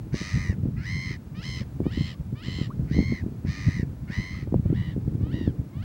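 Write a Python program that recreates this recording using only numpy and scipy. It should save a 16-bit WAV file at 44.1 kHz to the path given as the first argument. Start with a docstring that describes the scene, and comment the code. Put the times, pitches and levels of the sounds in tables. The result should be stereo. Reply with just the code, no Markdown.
"""Wind rumbles and buffets the two ports of the microphone, over faint hiss and a thin electronic whine.
A little to the right a shore bird repeats a harsh call over a mudflat; water drips now and then.
Each call starts as a thin rising note and breaks upward into a rattle, chopped 80 to 105 times a second.
Wind, hiss and turbulence are shaped noise; the voice is pulses through resonances; drips are gliding rings."""
import sys
import numpy as np
from scipy import signal
from scipy.fft import rfft, irfft
from scipy.io import wavfile
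from scipy.ndimage import uniform_filter1d

SR = 44100
rng = np.random.default_rng(int(sys.argv[2]) if len(sys.argv) > 2 else 0)


def materialize(psi):
    """Save the field psi as 16-bit PCM at rate SR to the path in sys.argv[1].

    A 1-D psi becomes a single channel; in a 2-D psi each row is a channel.
    """
    bounded = np.clip(np.atleast_2d(psi).T, -1, 1)
    quanta = np.round(bounded * 32767).astype(np.int16)
    wavfile.write(sys.argv[1], SR, quanta)


N = 257536
TIME = np.arange(N) / SR

# wind strength at the microphone, before the trims in wind(): time_s, rumble_db, churn_db
GUSTS = [(0.0, -32.5, -37.5), (0.16, -44.5, -42.5), (0.37, -36, -43), (0.65, -29, -34), (0.86, -32, -44.5),
         (1.3, -38.5, -42.5), (1.89, -35.5, -41.5), (2.21, -37, -44), (2.78, -32.5, -36),
         (3.07, -30.5, -40), (3.25, -40, -39), (3.59, -34.5, -41), (4.08, -38, -44), (4.55, -34, -40.5),
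         (4.86, -30.5, -41.5), (5.38, -33, -29), (5.63, -42, -37), (5.84, -37, -52)]
# spectrum of the large eddies: frequency_hz, density_db (per Hz)
RUMBLE_COLOUR = [(20, -59), (40, -9), (75, 1.5), (130, 1), (200, -6), (300, -21.5), (500, -50), (900, -53),
                 (2000, -55), (8000, -85)]
# spectrum of the small eddies at each port: frequency_hz, density_db (per Hz)
CHURN_COLOUR = [(30, -36), (80, -46), (180, 5), (280, 4.5), (450, -7), (700, -28), (1200, -40), (3000, -55),
                (8000, -81)]
# spectrum of the open-air hiss: frequency_hz, density_db (per Hz)
AIR_COLOUR = [(290, -42), (500, -4), (629, -6), (1040, -10), (1120, -15.5), (1180, -11.5), (3060, -23),
              (4570, -24.5), (14800, -31), (15500, -43)]
# the bird's calls, one a row: start_s, break_s (into the rattle), end_s, break_pitch_hz, top_pitch_hz,
# climb_s, fall_s, early_rattle_rate_hz, late_rattle_rate_hz, opening_db, rattle_db, rattle_fade_db,
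# early_upper_db, late_upper_db (upper resonances), early_rasp, middle_rasp, late_rasp (0-1)
CALLS = [(0.119, 0.137, 0.552, 722, 1000, 0.025, 0.024, 104.7, 86, -51, -41.5, 2.5, 2, -12, .9, 0.78, 0.47),
         (0.762, 0.847, 1.178, 748, 1047, 0.025, 0.018, 90.44, 85.4, -48, -35.5, -3.5, -8, -6, 0.45, .12, 0.65),
         (1.34, 1.428, 1.645, 685, 1040, .012, 0.019, 83.7, 84, -51, -42, 0.5, 1, -1, 0.53, 0.086, 0.83),
         (1.833, 1.919, 2.158, 668, 1050, .04, 0.023, 83.16, 82.8, -52.5, -42.5, -3, -1, 3, 0.59, 0.34, 0.83),
         (2.349, 2.433, 2.69, 672, 1037, 0.027, .021, 85.1, 85.8, -52.5, -43.5, -1.5, 1, 2, 0.69, 0.3, 0.77),
         (2.873, 2.917, 3.232, 756, 1069, 0.026, 0.03, 88.2, 86.8, -55, -40, -0.5, -4, -11.5, 0.44, 0.13, 0.46),
         (3.448, 3.465, 3.85, 745, 1000, 0.019, 0.023, 102.6, 87.6, -54, -44.5, 4.5, -2, -10.5, 0.99, 0.77, 0.44),
         (4.073, 4.115, 4.468, 745.6, 1044, 0.06, .013, 93, 82.6, -49, -33.5, -16.5, -8, -6.5, 0.5, 0.246, 0.794),
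         (4.634, 4.745, 4.96, 701.5, 976, .013, .02, 82, 82.2, -60, -46.5, -3.5, -6, -3, 0.45, 0.46, 0.52),
         (5.201, 5.321, 5.522, 696, 965, 0.0069, .036, 82, 80.6, -57, -47, -5, -3, -3, .3, 0.262, 0.31),
         (5.725, 5.829, 6.05, 654, 965, 0.018, .03, 83.4, 82.7, -57, -38, -3, -4, 2, .3, .3, .4)]
# throat resonances, lowest, main, then six upper ones: frequency_hz, width_hz
THROAT = [(1220, 1650), (1990, 803), (2960, 774), (4250, 1510), (5130, 550), (6030, 820), (7350, 510),
          (8600, 3600)]
# throat posture, one row a call: lowest_db (against the main resonance), then the balance
# of the upper six: upper1_db, upper2_db, upper3_db, upper4_db, upper5_db, upper6_db
POSTURES = [(-11.5, 1, 2, 1, 0, -16, -14.5), (-34, 4.5, 1, 2, -6, -22, -23.5),
            (-11.5, 4, -2.5, 1, -9.5, -15, -24.5), (-13, 8, -0.5, -2.5, -20, -11, -26),
            (-9.5, 8, 0.5, -4.5, -25, -9, -28), (-30, 2, 0, -6, -8, -26, -43),
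            (-14.5, -3.5, -3, -6, -7.5, -31, -23), (-12.5, 2, -2.5, -5.5, -10.5, -29, -28),
            (-6, 15, 1, -32, -36, -38, -28), (-4.5, 10.5, -0.5, -24, -38, -40, -38),
            (-6, 2, -6, -18, -25, -32, -31)]
# hardest eddies to strike the microphone: peak_s, level_db (before trim), pitch_hz, left_minus_right_db
BUFFETS = [(0.144, -12.5, 306, -3), (0.216, -19, 274, -1), (0.36, -18.5, 129, 4.5), (0.379, -20, 120, 1),
           (0.499, -13, 108, 3), (0.528, -22.5, 314, 4), (0.636, -19, 153, -2), (0.657, -12.5, 236, 3.5),
           (0.687, -19, 189, 4), (1.111, -19, 175, 5), (1.49, -22, 93, 1), (1.615, -17, 144, 5),
           (1.804, -13, 292, -12), (1.818, -16.5, 218, 10), (1.858, -26.5, 272, 23), (1.867, -8.5, 312, 1),
           (1.976, -14, 207, -2.5), (2.009, -13.5, 187, -1), (2.209, -21.5, 110, 0),
           (2.329, -17.5, 190, -1), (2.485, -16.5, 175, 0), (2.588, -17, 260, 4), (2.615, -14.5, 202, -4),
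           (2.796, -17, 207, 6), (2.914, -13, 168, 1), (2.948, -11, 160, -2), (2.968, -8.5, 234, -1),
           (2.983, -13.5, 238, 8), (2.991, -3, 220, 3.5), (3.005, -16, 249, 5), (3.027, -18.5, 270, 4),
           (3.124, -11, 250, 1), (3.24, -23, 300, 6), (3.264, -15, 223.5, -3.5), (3.287, -24, 270, 9),
           (3.348, -42, 375, -13), (3.45, -18, 239, -6.5), (3.485, -22.5, 110, 0), (3.686, -12, 146, -1),
           (3.798, -14.5, 158, -1), (3.832, -12.5, 180, 2), (3.88, -24, 171, -1), (4.102, -19, 220, 1),
           (4.199, -23, 139, -7), (4.429, -22, 190, 3), (4.475, -20, 286, -8), (4.525, -13, 278, -5),
           (4.544, -9, 358, 12.5), (4.56, -13.5, 109, -3), (4.597, -15.5, 169, -2), (4.659, -12.5, 116, -2),
           (4.703, -12.5, 215, -2.5), (4.729, -9, 250, 0), (4.965, -20, 254, -12.5),
           (4.98, -16.5, 208, 6.5), (5.08, -11, 153, 0), (5.126, -22.5, 289, 4), (5.154, -17, 234, -0.5),
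           (5.238, -16.5, 200, -2), (5.271, -18, 290, 3), (5.343, -14.5, 200, -1), (5.414, -11.5, 245, 3),
           (5.477, -11, 263, -9), (5.496, -17.5, 188, 2.5), (5.596, -15.5, 125, 0), (5.772, -26.5, 82, -3)]
# spectrum of the turbulence each eddy drags: frequency_hz, density_db (per Hz)
WAKE_COLOUR = [(60, -3), (250, 10.5), (550, -4.5), (900, -29.0), (1800, -50), (9000, -63)]
# drips: start_s, start_pitch_hz, glide_hz_per_s, level_db (before onset and decay), t60_s
DRIPS = [(2.147, 1140, 4000, -40.5, 0.041), (2.702, 975, 20600, -28, 0.055), (4.346, 1195, 8000, -28, 0.02)]

AIR_DB, WHINE_HZ = -59, 15734
OPENING_RISE_HZ_PER_S, OPENING_SWELL_DB_PER_S = 1300, 39
OPENING_CLEAN_HZ, OPENING_HOARSE_HZ = 638.5, 870  # the higher the opening note is forced, the hoarser it is
OPENING_BRIGHT_DB, CLIMB_DB = 1.5, -5  # its upper resonances stand out; the rattle swells as it climbs
BREAK_S = 0.0135  # time scale of the voice's jump into the rattle
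CLIMB_SHARE, FALL_SHARE = 0.11, 0.33  # how far under its top pitch the rattle begins and ends
ATTACK_S, ATTACK_DULL_DB = 0.016, -20  # the upper resonances come in late
RELEASE_DB, RELEASE_S, RELEASE_DULL_DB = -24.5, 0.022, -3.5
RASP_MIDDLE_SHARE, RASP_LATE_SHARE = 0.493, 0.88  # places within the rattle
TOP_HZ, CEILING = 15950, 1.6  # recorder's upper limit; microphone's soft limit of amplitude


def undb(db):
    """Decibels to gain."""
    return 10 ** (np.asarray(db) / 20)


def unit(x):
    """Scale to rms 1."""
    return x / np.sqrt(np.mean(x ** 2))


def walk(rate, count):
    """Smooth random wander of spread 1 that turns about rate times a second."""
    step = max(int(SR / rate), 1)
    held = np.repeat(rng.standard_normal(count // step + 1), step)
    return unit(uniform_filter1d(held, step)[:count])


def tinted(points):
    """Noise with a spectrum of (Hz, dB) points, rms 1."""
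    hz, db = np.transpose(points)
    bins_hz = np.fft.rfftfreq(N, 1 / SR)
    gain = undb(np.interp(np.log(bins_hz + 1), np.log(hz), db))
    return unit(irfft(rfft(rng.standard_normal(N)) * gain, N))


def add(track, start_s, sound):
    """Mix a sound into a track at a time."""
    first = max(int(start_s * SR), 0)
    part = sound[:max(N - first, 0)]
    track[first:first + len(part)] += part


def gust(t):
    """Levels of the rumble and of the churn at these times, dB before trim."""
    s, *levels = np.transpose(GUSTS)
    return [np.interp(t, s, db) for db in levels]


def wind(rumble_db=2, churn_db=-3.5, flicker_db=3.5, burst_db=1.5, apart_hz=170, side_db=-3, billow_db=0.1,
         swell_db=-22, swell_s=0.017, swell_slope=0.48, swell_hz=200):
    """Turbulence: large eddies rumble across both ports and swell at each buffet; small ones churn at each alone."""
    rumble_db_now, churn_db_now = gust(TIME)
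    swells = np.zeros(N)  # power
    t = np.arange(-(SR // 10), SR // 10) / SR
    hardest_db = max(row[1] for row in BUFFETS)
    for s, db, hz, _ in BUFFETS:
        size = undb(swell_slope * (db - hardest_db)) * np.sqrt(swell_hz / hz)  # slower eddies are larger
        add(swells, s + t[0], size ** 2 * np.exp(-(t / swell_s) ** 2))
    billows = undb(rumble_db + rumble_db_now) * unit(undb(billow_db * walk(12, N)))
    rumble_level = np.sqrt(billows ** 2 + undb(swell_db) ** 2 * swells)

    # the ports differ only above the lowest rumble
    high_pass = signal.butter(2, apart_hz, "high", fs=SR, output="sos")
    side = undb(side_db) * signal.sosfilt(high_pass, tinted(RUMBLE_COLOUR))
    rumble = tinted(RUMBLE_COLOUR) + side * np.array([[1], [-1]])
    rumble = rumble * unit(undb(flicker_db * walk(45, N)))

    churn = np.array([tinted(CHURN_COLOUR) for _ in range(2)])
    churn = churn * unit(undb(burst_db * walk(70, N)))
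    return rumble_level * rumble + undb(churn_db + churn_db_now) * churn


def air(side_db=-0.5, whine_db=-72):
    """Smooth open-air hiss, wide across the ports, and the thin steady sine whine of the electronics."""
    side = undb(side_db) * tinted(AIR_COLOUR) * np.array([[1], [-1]])
    hiss = undb(AIR_DB + 0.5 * walk(1.9, N)) * (tinted(AIR_COLOUR) + side)
    return hiss + undb(whine_db) * unit(np.sin(2 * np.pi * WHINE_HZ * TIME))


def gesture(row):
    """Course of one call: a soft rising note, a jump, then an arch that climbs, holds and falls away."""
    (start, break_s, end, break_hz, top_hz, climb_s, fall_s, early_hz, late_hz,
     opening_db, rattle_db, fade_db, early_db, late_db, *rasps) = row
    t = TIME[(TIME >= start) & (TIME <= end)]
    since_break, to_end = t - break_s, end - t
    age = np.maximum(since_break, 0)
    progress = age / (end - break_s)
    broken = (1 + np.tanh(since_break / BREAK_S)) / 2

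    def blend(opening, rattle):
        """Cross from the opening note to the rattle at the break."""
        return opening + broken * (rattle - opening)

    attack, release = np.exp(-(t - start) / ATTACK_S), np.exp(-to_end / RELEASE_S)
    climb = np.exp(-age / climb_s)
    arch = 1 - CLIMB_SHARE * climb - FALL_SHARE * np.exp(-to_end / fall_s)
    hz = blend(break_hz + OPENING_RISE_HZ_PER_S * since_break, top_hz * arch)
    rate = early_hz + (late_hz - early_hz) * progress

    opening_level_db = opening_db + OPENING_SWELL_DB_PER_S * since_break
    rattle_level_db = rattle_db + fade_db * progress + CLIMB_DB * climb
    level_db = blend(opening_level_db, rattle_level_db) + RELEASE_DB * release
    upper_db = early_db + blend(OPENING_BRIGHT_DB, (late_db - early_db) * progress)
    upper_db = upper_db + ATTACK_DULL_DB * attack + RELEASE_DULL_DB * release

    hoarse = np.interp(break_hz, [OPENING_CLEAN_HZ, OPENING_HOARSE_HZ], [0, 1])
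    rattle_rasp = np.interp(progress, [0, RASP_MIDDLE_SHARE, RASP_LATE_SHARE], rasps)
    rasp = np.clip(blend(hoarse, rattle_rasp), 0, 1)
    return t, hz, rate, level_db, upper_db, rasp


def pulse_train(hz, odd=0.77, dulling_db=0.0):
    """Sharp pulses at a moving pitch; odd scales the odd lines, dulling takes dB off each higher line."""
    phase = 2 * np.pi * np.cumsum(hz) / SR
    return sum(np.cos(k * phase) * (odd if k % 2 else 1) * undb(-dulling_db * k) for k in range(1, 14))


def resonate(x, modes, gains_db, size=2048):
    """Pass through steep resonances (Hz, width) as one causal minimum-phase filter, weak below 700 Hz."""
    f = np.fft.rfftfreq(size, 1 / SR)
    power = sum(undb(db) ** 2 / (1 + (2 * (f - hz) / width) ** 2) ** 2
                for (hz, width), db in zip(modes, gains_db))
    bass_cut = (f / SR + 1e-6) ** 2 / ((f / SR) ** 2 + (700 / SR) ** 2)
    # folding the cepstrum onto positive times makes the filter causal
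    cepstrum = irfft(np.log(power * bass_cut) / 2)
    cepstrum[1:size // 2] *= 2
    cepstrum[size // 2 + 1:] = 0
    return signal.fftconvolve(x, irfft(np.exp(rfft(cepstrum))))[:len(x)]


def steady(x):
    """Even out slow changes of level, leaving the rattle."""
    power = uniform_filter1d(uniform_filter1d(x ** 2, size=1050), size=530)
    return x / np.sqrt(power + 1e-12)


def call(row, posture, sag=0.0397, rasp_sag=0.36, jitter=0.0061, rasp_jitter=0.06, gap_jitter=0.0885,
         closing=0.69, odd_db=-1.5, thin_db=2.0, second_ratio=0.615, second_db=3, second_sag=0.074,
         second_jitter=0.0419, hiss_db=-23, rasp_hiss_db=-15):
    """A pulsing syrinx; high or raspy notes are chopped by a slow flap, and pitch bends and scatters at gaps."""
    t, hz, rate, level_db, upper_db, rasp = gesture(row)
    count = len(t)
    rattle = np.clip((hz - 690) / 110 + rasp, 0, 1)
    flap_wander = (0.00753 + 0.0275 * rasp) * walk(60.2, count)
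    flap = np.cumsum(rate * (1 + flap_wander)) / SR  # cycles
    gap = rattle * np.abs(np.cos(np.pi * flap)) ** 4.1

    # each burst starts flat and flicks sharp as the flap shuts
    droop = gap ** 2 * (0.23 + 2 * np.sin(2 * np.pi * flap))
    scatter = (jitter + rasp_jitter * rasp ** 2 + gap_jitter * gap ** 2) * walk(1100, count)
    scatter = scatter + 0.02863 * rasp * walk(89.95, count)
    pitch = hz * (1 - (sag + rasp_sag * rasp) * droop + scatter)

    # the thin opening note is duller, and a pulse halfway through each cycle weakens its odd lines
    pulses = pulse_train(pitch, undb(odd_db * (4.5 - rattle)), thin_db * (1 - rattle))
    # in a rasp the other side of the syrinx joins in at a lower, unsteady pitch
    second_bend = 1 - second_sag * droop + second_jitter * walk(700, count)
    second = pulse_train(hz * second_ratio * second_bend)

    opening = 1 - closing * gap
    breath = np.pi * rng.standard_normal(count) * opening
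    voiced = pulses + undb(second_db) * rasp ** 2 * second
    source = voiced * opening + undb(hiss_db) * breath
    main = steady(resonate(source, THROAT[:2], [posture[0], 0]))
    # forced air roughens the upper resonances most
    rough_source = source + undb(rasp_hiss_db) * rasp * breath
    upper = steady(resonate(rough_source, THROAT[2:], posture[1:]))
    fade = np.clip(np.minimum(t - t[0], t[-1] - t) / 0.0084, 0, 1)
    return (main + upper * undb(upper_db)) * undb(level_db) * fade


def bird(pan_db=-1.6, port_lag_s=1.3e-5, near_db=-21, near_t60=0.12, far_db=-29, far_t60=0.45):
    """The calls, a little to the right, scattered by the reeds nearby and faintly by the far shore."""
    voice = np.zeros(N)
    for row, posture in zip(CALLS, POSTURES):
        add(voice, row[0], call(row, posture))
    # sound reaches the left port slightly later
    delay = np.exp(-2j * np.pi * np.fft.rfftfreq(N, 1 / SR) * port_lag_s)
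    left = irfft(rfft(voice) * delay, N)
    out = np.array([left, voice]) * undb([[pan_db / 2], [-pan_db / 2]])
    t = TIME[:SR // 2]
    for db, t60 in ((near_db, near_t60), (far_db, far_t60)):
        tails = rng.standard_normal((2, len(t))) * np.exp(-np.log(1000) * t / t60)
        echoes = [signal.fftconvolve(voice, tail / np.linalg.norm(tail))[:N] for tail in tails]
        out = out + undb(db) * np.array(echoes)
    return out


def small_eddies(count=24, over_churn_db=14, spread_db=-1.0, centre_hz=190, spread_octaves=0.34, pan_db=4):
    """Weak eddies that come at random, harder in a gust; rows like those of BUFFETS."""
    s = (np.arange(count) + rng.random(count)) / count * N / SR
    size, pitch, side = rng.standard_normal((count, 3)).T
    level_db = gust(s)[1] + over_churn_db + spread_db * size
    pitch_hz = centre_hz * 2 ** (spread_octaves * pitch)
    return list(zip(s, level_db, pitch_hz, pan_db * side))


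def buffets(gain_db=1.0, rise_cycles=0.57, slowing=0.54, port_lag_s=0.00084, grit_db=-22, wake_db=-21,
            wake_s=0.0058):
    """Each eddy is a pressure swing that slows as it dies, reaches the right port later and drags a wake."""
    out = np.zeros((2, N))
    t = TIME[:SR // 8]
    wake = undb(wake_db) * t / wake_s * np.exp(1 - t / wake_s)
    turbulence = [tinted(WAKE_COLOUR) for _ in out]
    for s, db, hz, pan_db in BUFFETS + small_eddies():
        peak_s = rise_cycles / hz
        age = t / peak_s
        swell = (age * np.exp(1 - age)) ** 2.82
        turns = np.cumsum(hz * (1 + slowing * (2 * 0.5 ** age - 1))) / SR
        swing = swell * np.sin(2 * np.pi * (turns + rng.random()))
        for track, noise, side in zip(out, turbulence, (1, -1)):  # left, right
            noise_now = np.take(noise, int(s * SR) + np.arange(len(t)), mode="wrap")
            grit = noise_now * (undb(grit_db) * swell + wake)
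            level = undb(db + gain_db + side * pan_db / 2)
            add(track, s - peak_s - side * port_lag_s / 2, level * (swing + grit))
    return out


def drips(rise_s=0.0053):
    """Each drop traps a bubble whose ring glides upward."""
    out = np.zeros(N)
    t = TIME[:SR // 10]
    for s, hz, glide, db, t60 in DRIPS:
        ring = np.sin(2 * np.pi * (hz * t + glide * t ** 2 / 2))
        envelope = (1 - np.exp(-t / rise_s)) * np.exp(-np.log(1000) * t / t60)
        add(out, s, undb(db) * ring * envelope)
    return out


def scene():
    """Weather, bird and water together at the microphone."""
    return wind() + air() + bird() + buffets() + drips()


def record(dry, low_cut_hz=38):
    """The microphone sheds the deepest bass and rounds the hardest buffets; the recorder cuts the top."""
    sound = signal.sosfilt(signal.butter(2, low_cut_hz, "high", fs=SR, output="sos"), dry)
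    sound = CEILING * np.tanh(sound / CEILING)
    return signal.sosfilt(signal.ellip(10, 0.2, 80, TOP_HZ, fs=SR, output="sos"), sound)


dry = scene()
out = record(dry)
materialize(out)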